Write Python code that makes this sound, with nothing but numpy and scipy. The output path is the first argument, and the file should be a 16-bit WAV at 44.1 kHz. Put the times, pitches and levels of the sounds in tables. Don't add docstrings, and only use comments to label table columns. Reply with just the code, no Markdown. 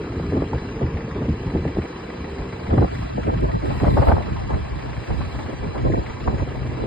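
import sys
import numpy as np
from scipy import signal
from scipy.fft import rfft, irfft, next_fast_len
from scipy.io import wavfile
from scipy.ndimage import uniform_filter1d

SR = 44100
rng = np.random.default_rng(int(sys.argv[2]) if len(sys.argv) > 2 else 0)


def undo_db(level):
    steps = np.asarray(level, float) / 20
    return 10 ** steps


def transcribe(signal):
    frames = np.atleast_2d(signal).T
    limited = np.clip(frames, -1, 1)
    pcm = np.round(limited * 32767).astype(np.int16)
    wavfile.write(sys.argv[1], SR, pcm)


N = 302721
T = np.arange(N) / SR


def evened(x):
    return x / np.sqrt(np.mean(x ** 2, axis=-1, keepdims=True) + 1e-20)


def curve(rows, order=1, at_s=T):
    rows = np.array(rows)
    return np.interp(at_s, rows[:, 0], rows[:, order])


# frequency in Hz, lead in radians.
PORT_PHASE = [(60, 1.4), (330, 2), (480, 3.1), (700, 4.6), (1000, 5.5), (1800, 5.5), (2700, 8.1),
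              (4000, 8.3), (7000, 4.7)]


def noise_pair(mid_rows, side_rows, alike):
    size = next_fast_len(N)
    log_hz = np.log(np.fft.rfftfreq(size, 1 / SR) + 1)

    def read(rows, end):
        rows = np.array(rows)
        return np.interp(log_hz, np.log(rows[:, 0] + 1), rows[:, 1], end, end)

    mid, other = rfft(rng.standard_normal((2, size)))
    shared = mid * np.exp(1j * read(PORT_PHASE, None))
    side = alike * shared + np.sqrt(1 - alike ** 2) * other
    shaped = [mid * undo_db(read(mid_rows, -120)), side * undo_db(read(side_rows, -120))]
    return evened(irfft(shaped, size)[:, :N])


def lumps(hz, depth_db):
    lowpass = signal.butter(2, hz, fs=SR, output="sos")
    slow = signal.sosfiltfilt(lowpass, rng.standard_normal(N) * (T > 0), padtype=None)
    return evened(undo_db(depth_db * evened(slow)))


def whistle(hz, width_hz):
    r = np.exp(-np.pi * width_hz / SR)
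    noise = rng.standard_normal(N) + 1j * rng.standard_normal(N)
    slow = signal.lfilter([1], [1, -2 * r, r * r], noise)
    carrier = np.exp(2j * np.pi * np.cumsum(hz * np.ones(N)) / SR)
    return evened((slow * carrier).real)


def ringing(rows):
    size = next_fast_len(N)
    hz, rows = np.fft.rfftfreq(size, 1 / SR), np.array(rows)
    shape = (1 + (2 * (hz - rows[:, :1]) / rows[:, 1:2]) ** 2) ** -2.0
    power = undo_db(rows[:, 2:].T) ** 2 @ (shape / shape.mean(1, keepdims=True))
    noise = rfft(rng.standard_normal((len(power), size)))
    return irfft(noise * np.sqrt(power), size)[:, :N]


def patchy(x, depth_db):
    z = signal.stft(x, nperseg=512, noverlap=384)[2]
    field = uniform_filter1d(rng.standard_normal(z.shape[1:]), size=4, axis=0)
    field = uniform_filter1d(field, size=9, axis=1)
    gain = undo_db(depth_db * field / field.std())
    gain = gain / np.sqrt(np.mean(gain ** 2))
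    return signal.istft(z * gain, nperseg=512, noverlap=384)[1][:, :N]


# time in seconds, level in dB over idle.
PRESSURE = [(0, -1), (.65, 1.5), (.8, -4), (1.15, -4), (1.3, -1), (2.85, 1), (2.92, 5), (3.03, 5),
            (3.1, .5), (3.6, 1), (3.72, 7), (4.1, 8.5), (4.18, 2), (4.9, 1), (5.1, 4), (5.4, 4.5), (5.6, 1),
            (6.86, 0)]


def oil_pressure_db():
    return curve(PRESSURE)


CYLINDER_DB = [7.1, 4.3, 0.79, 0.41]


def knocks():
    firing_hz, first_s = 28.28, .1212
    turns = (T - first_s) * firing_hz
    firing = np.floor(turns).astype(int)
    chance_db = 2.2 * np.clip(rng.standard_normal(firing.max() + 9), -2, 1.5)
    strength = undo_db(np.array(CYLINDER_DB)[firing % 4] + chance_db[firing])
    return uniform_filter1d(strength * np.exp(-(turns % 1) / .25), size=80)


# frequency in Hz, width in Hz, mid in dB, side in dB.
HUMS = [(127.2, 2, -42, -56), (6000, 30, -109, -67.5)]
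# multiple of the firing rate, level in dB.
ORDERS = [(6.2, -46), (13.2, -52), (14.05, -44.5), (16, -46), (17.6, -55), (18.6, -52), (43, -58),
          (45, -65.5)]


def exhaust():
    firing_hz, order_width_hz = 28.28, 2.5
    hums = sum(undo_db([[mid_db], [side_db]]) * whistle(hz, width_hz)
               for hz, width_hz, mid_db, side_db in HUMS)
    orders = ringing([(k * firing_hz, order_width_hz, db) for k, db in ORDERS])[0]
    hums[0] += undo_db(np.interp(T, (2.6, 3.0), [0, -12])) * orders
    return hums


# frequency in Hz, density in dB per Hz.
BLOCK_MID = [(350, -58), (600, -1.5), (900, 2.5), (1200, -1.5), (1470, -4.5), (1950, -6), (2500, -10),
             (3000, -13), (3700, -16.5), (4500, -18.5), (5050, -15.5), (5350, -24.5), (5700, -44.5),
             (6200, -89)]
BLOCK_SIDE = [(300, -34.5), (500, 1.5), (900, -6), (1200, -7), (1500, -13.5), (1900, -17), (2300, -12),
              (2700, -8), (3300, -22.5), (4500, -22), (5500, -23), (6550, -23), (6850, -32), (7350, -70.5)]
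# frequency in Hz, width in Hz, mid in dB, side in dB.
PANELS = [(990, 40, -59.5, -60.5), (1083, 50, -58, -66), (1290, 61, -59.5, -64), (1596, 90, -57.5, -62.5),
          (1717, 52, -57.5, -62.5), (1812, 41, -66, -75.5), (1927, 45, -61, -72.5),
          (1999, 43, -61.5, -72.5), (2313, 95, -57.5, -60), (2643, 31, -64, -65.5),
          (2864, 87, -71.5, -61.5), (3214, 48, -67.5, -69)]


def engine():
    blow = knocks()
    load = undo_db(0.48 + .42 * np.maximum(oil_pressure_db(), 0))
    block = patchy(noise_pair(BLOCK_MID, BLOCK_SIDE, alike=0.33), depth_db=2.5)
    block = block * undo_db([[-43], [-45]]) + ringing(PANELS)
    head = undo_db(-49.5) * whistle(1915, 500) * blow * [[1], [.2]]
    return (block * evened(1 + 0.29 * blow) + head) * load + exhaust()


# frequency in Hz, density in dB per Hz.
HISS_MID = [(5900, -71.5), (6700, -13), (7000, -2), (7600, 0), (8700, -2.5), (9300, -9), (9700, -22),
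            (10000, -40), (10800, -40), (11250, -8), (11650, -7), (11950, -18), (12300, -74.5)]
HISS_SIDE = [(8500, -52), (9050, -9), (9600, -3), (10400, -3), (11100, -6), (11500, -12), (12000, -60)]
# frequency in Hz, density in dB per Hz.
SPRAY = [(2200, -30), (2800, -5), (4600, 3), (5400, -4.5), (5750, -18.5), (6100, -60.5)]


def valves():
    pressure_db = oil_pressure_db()
    hiss_db = -68 + pressure_db * [[.9], [1.4]] + np.array([[0], [-3.5]])
    hiss = noise_pair(HISS_MID, HISS_SIDE, alike=.3) * undo_db(hiss_db) * lumps(hz=30, depth_db=.8)
    spray = noise_pair(SPRAY, SPRAY, alike=0.37) * undo_db(-64 + pressure_db) * lumps(hz=24, depth_db=0.5)
    sizzle = whistle(11450, 300) * undo_db(-100 + 3.9 * pressure_db) * lumps(hz=12, depth_db=3)
    strip = whistle(6560, 140) * undo_db(-76) * lumps(hz=11, depth_db=4)
    return hiss + spray + sizzle * [[1.8], [-1.3]] + strip * [[1], [.2]]


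def pump():
    pressure_db = oil_pressure_db()
    coast_db = -16 * np.interp(T, (.72, .8, 1.2, 1.3), [0, 1, 1, 0])
    whine_db = -58.5 + .3 * pressure_db + coast_db
    whine_db = whine_db + np.array([[-.5], [-7]]) + pressure_db * [[0], [.7]]
    return whistle(4025, 115) * undo_db(whine_db) * [[1], [-1]] * lumps(hz=14, depth_db=1.2)


# time in seconds, level in dB.
GUST = [(0, -25), (.35, -22), (.65, -24.5), (1.3, -22.5), (1.6, -22.5), (2.0, -29), (2.5, -27), (2.8, -18),
        (3.1, -26), (3.4, -15), (3.6, -22), (3.9, -10.5), (4.22, -24.5), (4.55, -23.5), (5.2, -29),
        (5.9, -24), (6.2, -24.5), (6.86, -22)]


def gust_over_usual_db():
    return curve(GUST) + 28


# time in seconds, side minus mid in dB.
CROSS = [(0, -13), (2.1, -7), (2.6, -5.5), (2.8, 3), (3.12, 15.5), (3.3, 6), (3.55, 10), (3.82, 0.5),
         (3.95, 17), (4.15, -3.5), (4.4, 11), (4.8, 3.5), (5.12, -5), (5.5, -2.5), (5.8, 3), (5.92, 7.5),
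         (6.25, -5), (6.86, -4.5)]


def cross_db(at_s=T):
    return curve(CROSS, at_s=at_s)


# time in seconds, edge in Hz.
MONO_BELOW = [(0, 578), (1.5, 555), (2.2, 335), (2.6, 263), (2.9, 169), (3.3, 146), (3.7, 56.6),
              (4.2, 36.7)]


def mono_edge_hz(at_s=T):
    return curve(MONO_BELOW, at_s=at_s)


def mono_blend(pair, mono_rows):
    mono = np.clip(mono_edge_hz() / 300 - .3, 0, 1)
    other = noise_pair(mono_rows, mono_rows, alike=0)[0]
    pair[0] = np.sqrt(1 - mono) * pair[0] + np.sqrt(mono) * other
    return pair


def steady(x, ms):
    power = uniform_filter1d(x ** 2, round(ms * SR / 1000), axis=1)
    return evened(x / np.sqrt(abs(power) + .08))


def split(db, lean_db):
    return db - 10 * np.log10(1 + undo_db([lean_db, -lean_db]) ** 2)


def leaning(rows):
    s, db, lean_db, ms = np.transpose(rows)
    return np.transpose([s, *split(db, lean_db), ms])


def bursts(rows, rise):
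    power = np.zeros((2, N))
    for s, mid_db, side_db, ms in rows:
        near = slice(max(round((s - ms / 500) * SR), 0), round((s + ms / 500) * SR))
        late = (T[near] - s) * 1000 / ms
        bell = np.exp(-2.8 * np.where(late < 0, late / rise, late) ** 2)
        power[:, near] += undo_db([[mid_db], [side_db]]) ** 2 * bell
    return power


# frequency in Hz, density in dB per Hz.
RUMBLE = [(15, -38), (30, -25.5), (50, 0.5), (70, 1.5), (120, -3), (200, -14), (300, -18.5), (500, -42)]
RUMBLE_MONO = [(15, -33.5), (30, -19), (50, -3), (70, 2.5), (120, -1), (200, -8), (300, -11.5), (500, -35)]
# time in seconds, strength in dB, side minus mid in dB, length in ms.
THUDS = [(0.244, -24, -7, 93), (0.334, -20.5, 2, 50), (0.393, -18.5, -9, 63), (0.551, -17, -11, 38),
         (0.842, -15, -12, 39), (0.962, -20.5, -10, 23), (1.223, -20, 2, 59), (1.327, -17, -5, 22),
         (1.562, -17, -8, 41), (1.612, -20.5, -8, 34), (1.671, -20.5, -5, 48), (1.792, -20.5, -14, 44),
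         (2.212, -25.5, -7, 31), (2.412, -18.5, 0.5, 35), (2.729, -10, -2, 36), (2.792, -8.5, -4, 41),
         (2.837, -13, -15, 28), (3.038, -23, -15, 51), (3.231, -20, 2, 82), (3.284, -16.5, -3, 32),
         (3.35, -17.5, -9, 34), (3.444, -15.5, -7, 47), (3.556, -20, -23, 42), (3.646, -22, -1, 29),
         (3.735, -23, -6, 30), (3.87, -16, -18, 30), (3.947, -12.5, -5, 22), (4.023, -19, 2, 67),
         (4.09, -6, -3, 18), (4.135, -8, -7, 19), (4.171, -19.5, -2, 68), (4.371, -25.5, -3, 340),
         (4.546, -14, -0.5, 26), (4.617, -23, -5, 44), (4.727, -18, -6, 11), (4.887, -27, 3, 46),
         (4.979, -20, -4, 21), (5.116, -17, -1, 44), (5.192, -18.5, 1, 67), (5.36, -22.5, -3, 60),
         (5.543, -28, 4, 27), (5.673, -22, -5, 41), (5.869, -16.5, -1, 116), (5.923, -23, -3, 61),
         (5.992, -16.5, -6, 25), (6.285, -14.5, -2, 27), (6.344, -18.5, -3, 30), (6.406, -22, -7, 54),
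         (6.577, -24.5, 10, 24), (6.705, -28, 1, 31)]


def rumble():
    noise = steady(mono_blend(noise_pair(RUMBLE, RUMBLE, alike=0.76), RUMBLE_MONO), ms=18)
    level_db = gust_over_usual_db() - 28 - 3.0
    bed = undo_db(split(level_db, np.full(N, -5))) * lumps(hz=24.8, depth_db=4.5)
    return np.sqrt(bed ** 2 + bursts(leaning(THUDS), rise=0.66)) * undo_db(-3.0) * noise


def small_eddies(roar_db):
    when, size, long = rng.random((40, 3)).T
    s = when * T[-1]
    db = np.interp(s, T, roar_db) + 9 - 9 - 2 * np.log(size + 0.25)
    ms = 15 * (.5 + long)
    return leaning(np.transpose([s, db, np.interp(s, T, cross_db()), ms]))


# frequency in Hz, density in dB per Hz.
ROAR = [(120, -26.5), (220, -0.5), (330, -2), (500, -6.5), (650, -13.5), (900, -22.5), (1500, -56.5)]
ROAR_SIDE = [(120, -34.5), (220, -2.5), (400, 4), (600, -9), (900, -5.5), (1300, -17), (1900, -44.5)]
ROAR_MONO = [(120, -12.5), (220, -1), (330, 0.5), (480, -5.5), (580, -14.5), (900, -25), (1500, -46.5)]
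# time in seconds, strength in dB, side minus mid in dB,
# length in ms.
PUFFS = [(0.197, -39, -8, 20), (0.341, -15, -11, 49), (0.373, -12.5, -7, 16), (0.418, -31, -13, 9.8),
         (0.438, -21, -17, 11), (0.537, -19, -8, 33), (0.819, -14, -8, 28), (1.081, -24, -23, 11),
         (1.161, -18.5, -21, 19), (1.218, -18.5, -15, 25), (1.289, -14.5, -19, 14), (1.327, -31, -15, 17),
         (1.557, -15.5, -12, 41), (1.668, -21, -14, 26), (1.788, -7.5, -30, 5.6), (2.403, -26, -15, 37),
         (2.737, -14.5, -0.5, 23), (2.782, -20, -5, 67), (2.822, -12, 2, 30), (2.845, -8.5, -3, 6.6),
         (3.183, -17, 2, 25), (3.279, -14.5, 1.5, 31), (3.335, -16, 5, 14), (3.433, -15, 4, 30),
         (3.546, -17, 21, 37), (3.643, -17.5, 2.5, 33), (3.685, -21, 12, 58), (3.872, -10.5, 6, 11),
         (3.938, -25, -1, 22), (3.978, -12, 5.5, 32), (4.025, -17.5, 3, 20), (4.077, -13.5, 12, 37),
         (4.136, -9, 9, 9), (4.164, -20, 17, 55), (4.342, -29, 13, 12), (4.54, -23, 5, 15),
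         (4.571, -24, -1, 9.1), (5.106, -23, 8, 55), (5.407, -28, 18, 24), (5.533, -25.5, -1, 20),
         (5.639, -24, 0, 48), (5.775, -23.5, 5, 84), (5.857, -14, 2.5, 29), (5.9, -20.5, -6, 46),
         (5.939, -13.5, 0, 18), (5.978, -15.5, 1, 27), (6.279, -18, 1, 53), (6.343, -19.5, 3, 17),
         (6.426, -19, -6, 13), (6.812, -23.5, 8, 68)]


def roar():
    noise = steady(mono_blend(noise_pair(ROAR, ROAR_SIDE, alike=0.46), ROAR_MONO), ms=7.9)
    roar_db = -31 + 0.69 * gust_over_usual_db() - 0.091 * cross_db()
    bed = undo_db(split(roar_db - 1.5, cross_db())) * lumps(hz=39.7, depth_db=3.5)
    puffs = bursts(np.concatenate([leaning(PUFFS), small_eddies(roar_db)]), rise=0.51)
    return np.sqrt(bed ** 2 + puffs) * undo_db(-5.5) * noise


# frequency in Hz, density in dB per Hz.
RIP = [(400, -13.5), (620, -1), (1000, -10), (1500, -21), (2200, -31.5), (3500, -52)]
# time in seconds, strength in dB, side minus mid in dB, length in ms.
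RIPS = [(0.198, -33, 9, 22), (0.366, -36, -4, 62), (0.422, -25, 1, 12), (0.533, -19.5, -8, 5.6),
        (0.97, -38, -4, 30), (0.819, -29, 11, 16), (1.159, -33, 2, 8.8), (1.652, -31, -5, 8.2),
        (1.769, -31, 9, 15), (2.708, -22, 10, 22), (2.731, -21, 6, 10), (2.781, -17, -1, 12),
        (2.825, -18, -13, 9), (2.844, -40, 14, 12), (3.296, -23, 18, 19), (3.34, -27, 20, 18),
        (3.446, -24.5, 8.5, 30), (3.492, -25.5, 6, 31), (3.643, -39, 9, 15), (3.652, -32.5, 10, 41),
        (3.705, -25.5, 4, 20), (3.77, -42, 13, 20), (3.805, -29, 2, 28), (3.843, -20.5, -6, 16),
        (3.88, -19.5, -2, 11), (3.857, -24, 0, 36), (3.928, -39, 20, 14), (3.973, -17.5, -8.5, 26),
        (4.023, -16, 0.5, 33), (4.072, -16, 6, 12), (4.088, -15.5, 0, 45), (4.118, -11.5, -8, 10.6),
        (4.167, -19, -2, 5.2), (4.182, -18.5, -4, 5.4), (4.204, -27, -2, 23), (4.23, -34, 3, 25),
        (4.505, -25, 3.5, 40), (4.535, -32, -5, 31), (5.104, -24.5, -5, 6.4), (5.209, -27, -2, 11),
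        (5.753, -30.5, -8, 48), (5.865, -23, 6.5, 25), (5.918, -36, 1, 8.9), (5.938, -21, 14, 14),
        (5.971, -41, 14, 22), (6.064, -37, 0, 10), (6.277, -15, 1.5, 9.9), (6.4, -28, 4, 24),
        (6.475, -30.5, -6, 9.9), (6.551, -30, -3, 17)]


def rip():
    noise = steady(noise_pair(RIP, RIP, alike=0.16), ms=4.9)
    rip_db = -43.5 + 0.33 * gust_over_usual_db() + .9 * np.minimum(cross_db(), 8)
    bed = undo_db(split(rip_db - 5.5, cross_db() + 6)) * lumps(hz=60, depth_db=5.0)
    return np.sqrt(bed ** 2 + bursts(leaning(RIPS), rise=.22)) * undo_db(-2.0) * noise


# time in seconds, strength in dB.
POPS = [(.198, -17.5), (.323, -16), (.366, -21), (.421, -14), (.534, -30), (0.816, -20.5), (1.557, -20),
        (1.652, -15), (1.77, -16), (2.734, -18.5), (2.78, -15.5), (2.825, -12.5), (3.181, -16),
        (3.833, -13.5), (3.97, -18), (4.072, -28), (4.117, -15.5), (4.182, -33), (4.505, -21.5),
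        (5.104, -27), (5.856, -26), (5.9, -14), (6.276, -22), (6.838, -17.5)]


def pops():
    t = np.arange(2000) / SR
    hz = 130 + 600 * np.exp(-t / 0.00379)
    jolt = np.sin(2 * np.pi * np.cumsum(hz) / SR) * np.exp(-t / 0.011)
    jolt = jolt * (1 - np.exp(-(t / .0005) ** 2))
    hits = np.zeros(N)
    s, db = np.transpose(POPS)
    hits[np.round(s * SR).astype(int)] = -undo_db(db)
    out = signal.oaconvolve(hits, jolt)[:N]
    return uniform_filter1d(uniform_filter1d(out, size=13), size=9) * [[1], [.3]]


# time in seconds, pitch in Hz.
BIRD = [
    [(1.15, 2900), (1.17, 3350), (1.19, 3500)],
    [(1.24, 3050), (1.28, 2700), (1.31, 2170)],
    [(1.36, 2730), (1.41, 2900)],
    [(1.41, 2600), (1.445, 2650)],
]


def bird():
    out = np.zeros(N)
    for note in BIRD:
        near = slice(round(note[0][0] * SR), round(note[-1][0] * SR))
        hz = curve(note)[near]
        tone = np.sin(2 * np.pi * np.cumsum(hz) / SR)
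        out[near] = undo_db(-54) * tone * signal.windows.tukey(len(hz), .6)
    return out * [[.6], [1]]


# time in seconds, level in dB.
BELT = [
    (1.6, -85),
    (2, -69),
    (2.3, -64),
    (2.6, -72),
    (3.2, -90),
]


def belt():
    return whistle(4985, 32) * undo_db(curve(BELT)) * [[1], [.4]]


# time in seconds, level in dB.
TICKS = [
    (3.407, -46),
    (6.278, -56),
]


def bright_ticks():
    clicks = np.zeros(N)
    for s, db in TICKS:
        clicks[round(s * SR)] = undo_db(db + 19)
    band = signal.butter(2, [6800, 11300], "bandpass", fs=SR, output="sos")
    return signal.sosfilt(band, clicks) * [[1], [.8]]


# time in seconds, pitch in Hz, level in dB.
RELIEF = [
    (5.7, 6940, -97),
    (5.85, 7040, -68),
    (6.4, 7040, -65),
    (6.5, 7040, -90),
]


def relief_valve():
    level_db = curve(RELIEF, order=2) + np.array([[-2], [-4]])
    return whistle(curve(RELIEF), 40) * undo_db(level_db)


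def scene():
    machine = engine() + valves() + pump() + belt() + bright_ticks() + relief_valve()
    wind = rumble() + roar() + rip() + pops()
    mid, side = machine + wind + bird()
    return np.array([mid + side, mid - side])


# frequency in Hz, margin in dB.
MASK = [(400, 30), (560, 14), (750, 11), (3000, 9), (5000, 6), (6300, 3), (6800, 5), (7200, 7), (8800, 6),
        (9500, 1), (11000, -3), (12000, -4)]


def drop_masked(z, hz, at_s):
    power = abs(z) ** 2
    narrow = np.add.reduceat(power, np.arange(0, 1025, 4), axis=1) / 4
    narrow = uniform_filter1d(np.repeat(narrow, 4, axis=1)[:, :1025], size=2, axis=2)
    louder = uniform_filter1d(power, size=17, axis=1).max(0)
    louder = uniform_filter1d(louder, size=3, axis=1)
    frames = len(at_s)
    wander_db = np.kron(rng.standard_normal((2, 129, frames // 2 + 1)), np.full((8, 2), 6))
    wander_db = wander_db[:, :1025, :frames]
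    wander_db -= 3 * .42 * np.clip(cross_db(at_s), 0, 10) * (abs(hz - 1050) < 450)
    wander_db *= np.maximum(np.sqrt(hz / 9000), hz / 7500)
    spared_db = 5 * (hz > 5000) * np.array([0, 1])[:, None, None]
    margin_db = spared_db + np.interp(hz, *np.transpose(MASK)) + wander_db
    return z * (narrow > louder / undo_db(margin_db) ** 2)


def roll_off(x):
    return signal.sosfilt(signal.butter(12, 13340, fs=SR, output="sos"), x)


def record(dry):
    soft = dry / (1 + (dry / .92) ** 6) ** (1 / 6)
    pair = np.array([soft[0] + soft[1], soft[0] - soft[1]]) / 2
    frames = dict(window="cosine", nperseg=2048, noverlap=1024)
    lead = 1024 - 80
    padded = np.pad(pair, ((0, 0), (lead, 0)), mode="reflect")
    hz, t, z = signal.stft(padded, SR, **frames)
    hz, at_s = hz[:, None], t - lead / SR
    z = drop_masked(z, hz, at_s) * (hz < 12000)
    z[1] /= np.sqrt(1 + (mono_edge_hz(at_s) / (hz + 1)) ** 16.0)
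    mid, side = signal.istft(z, SR, **frames)[1][:, lead:lead + N]
    return roll_off(np.array([mid + side, mid - side]))


dry = scene()
out = record(dry)
transcribe(out)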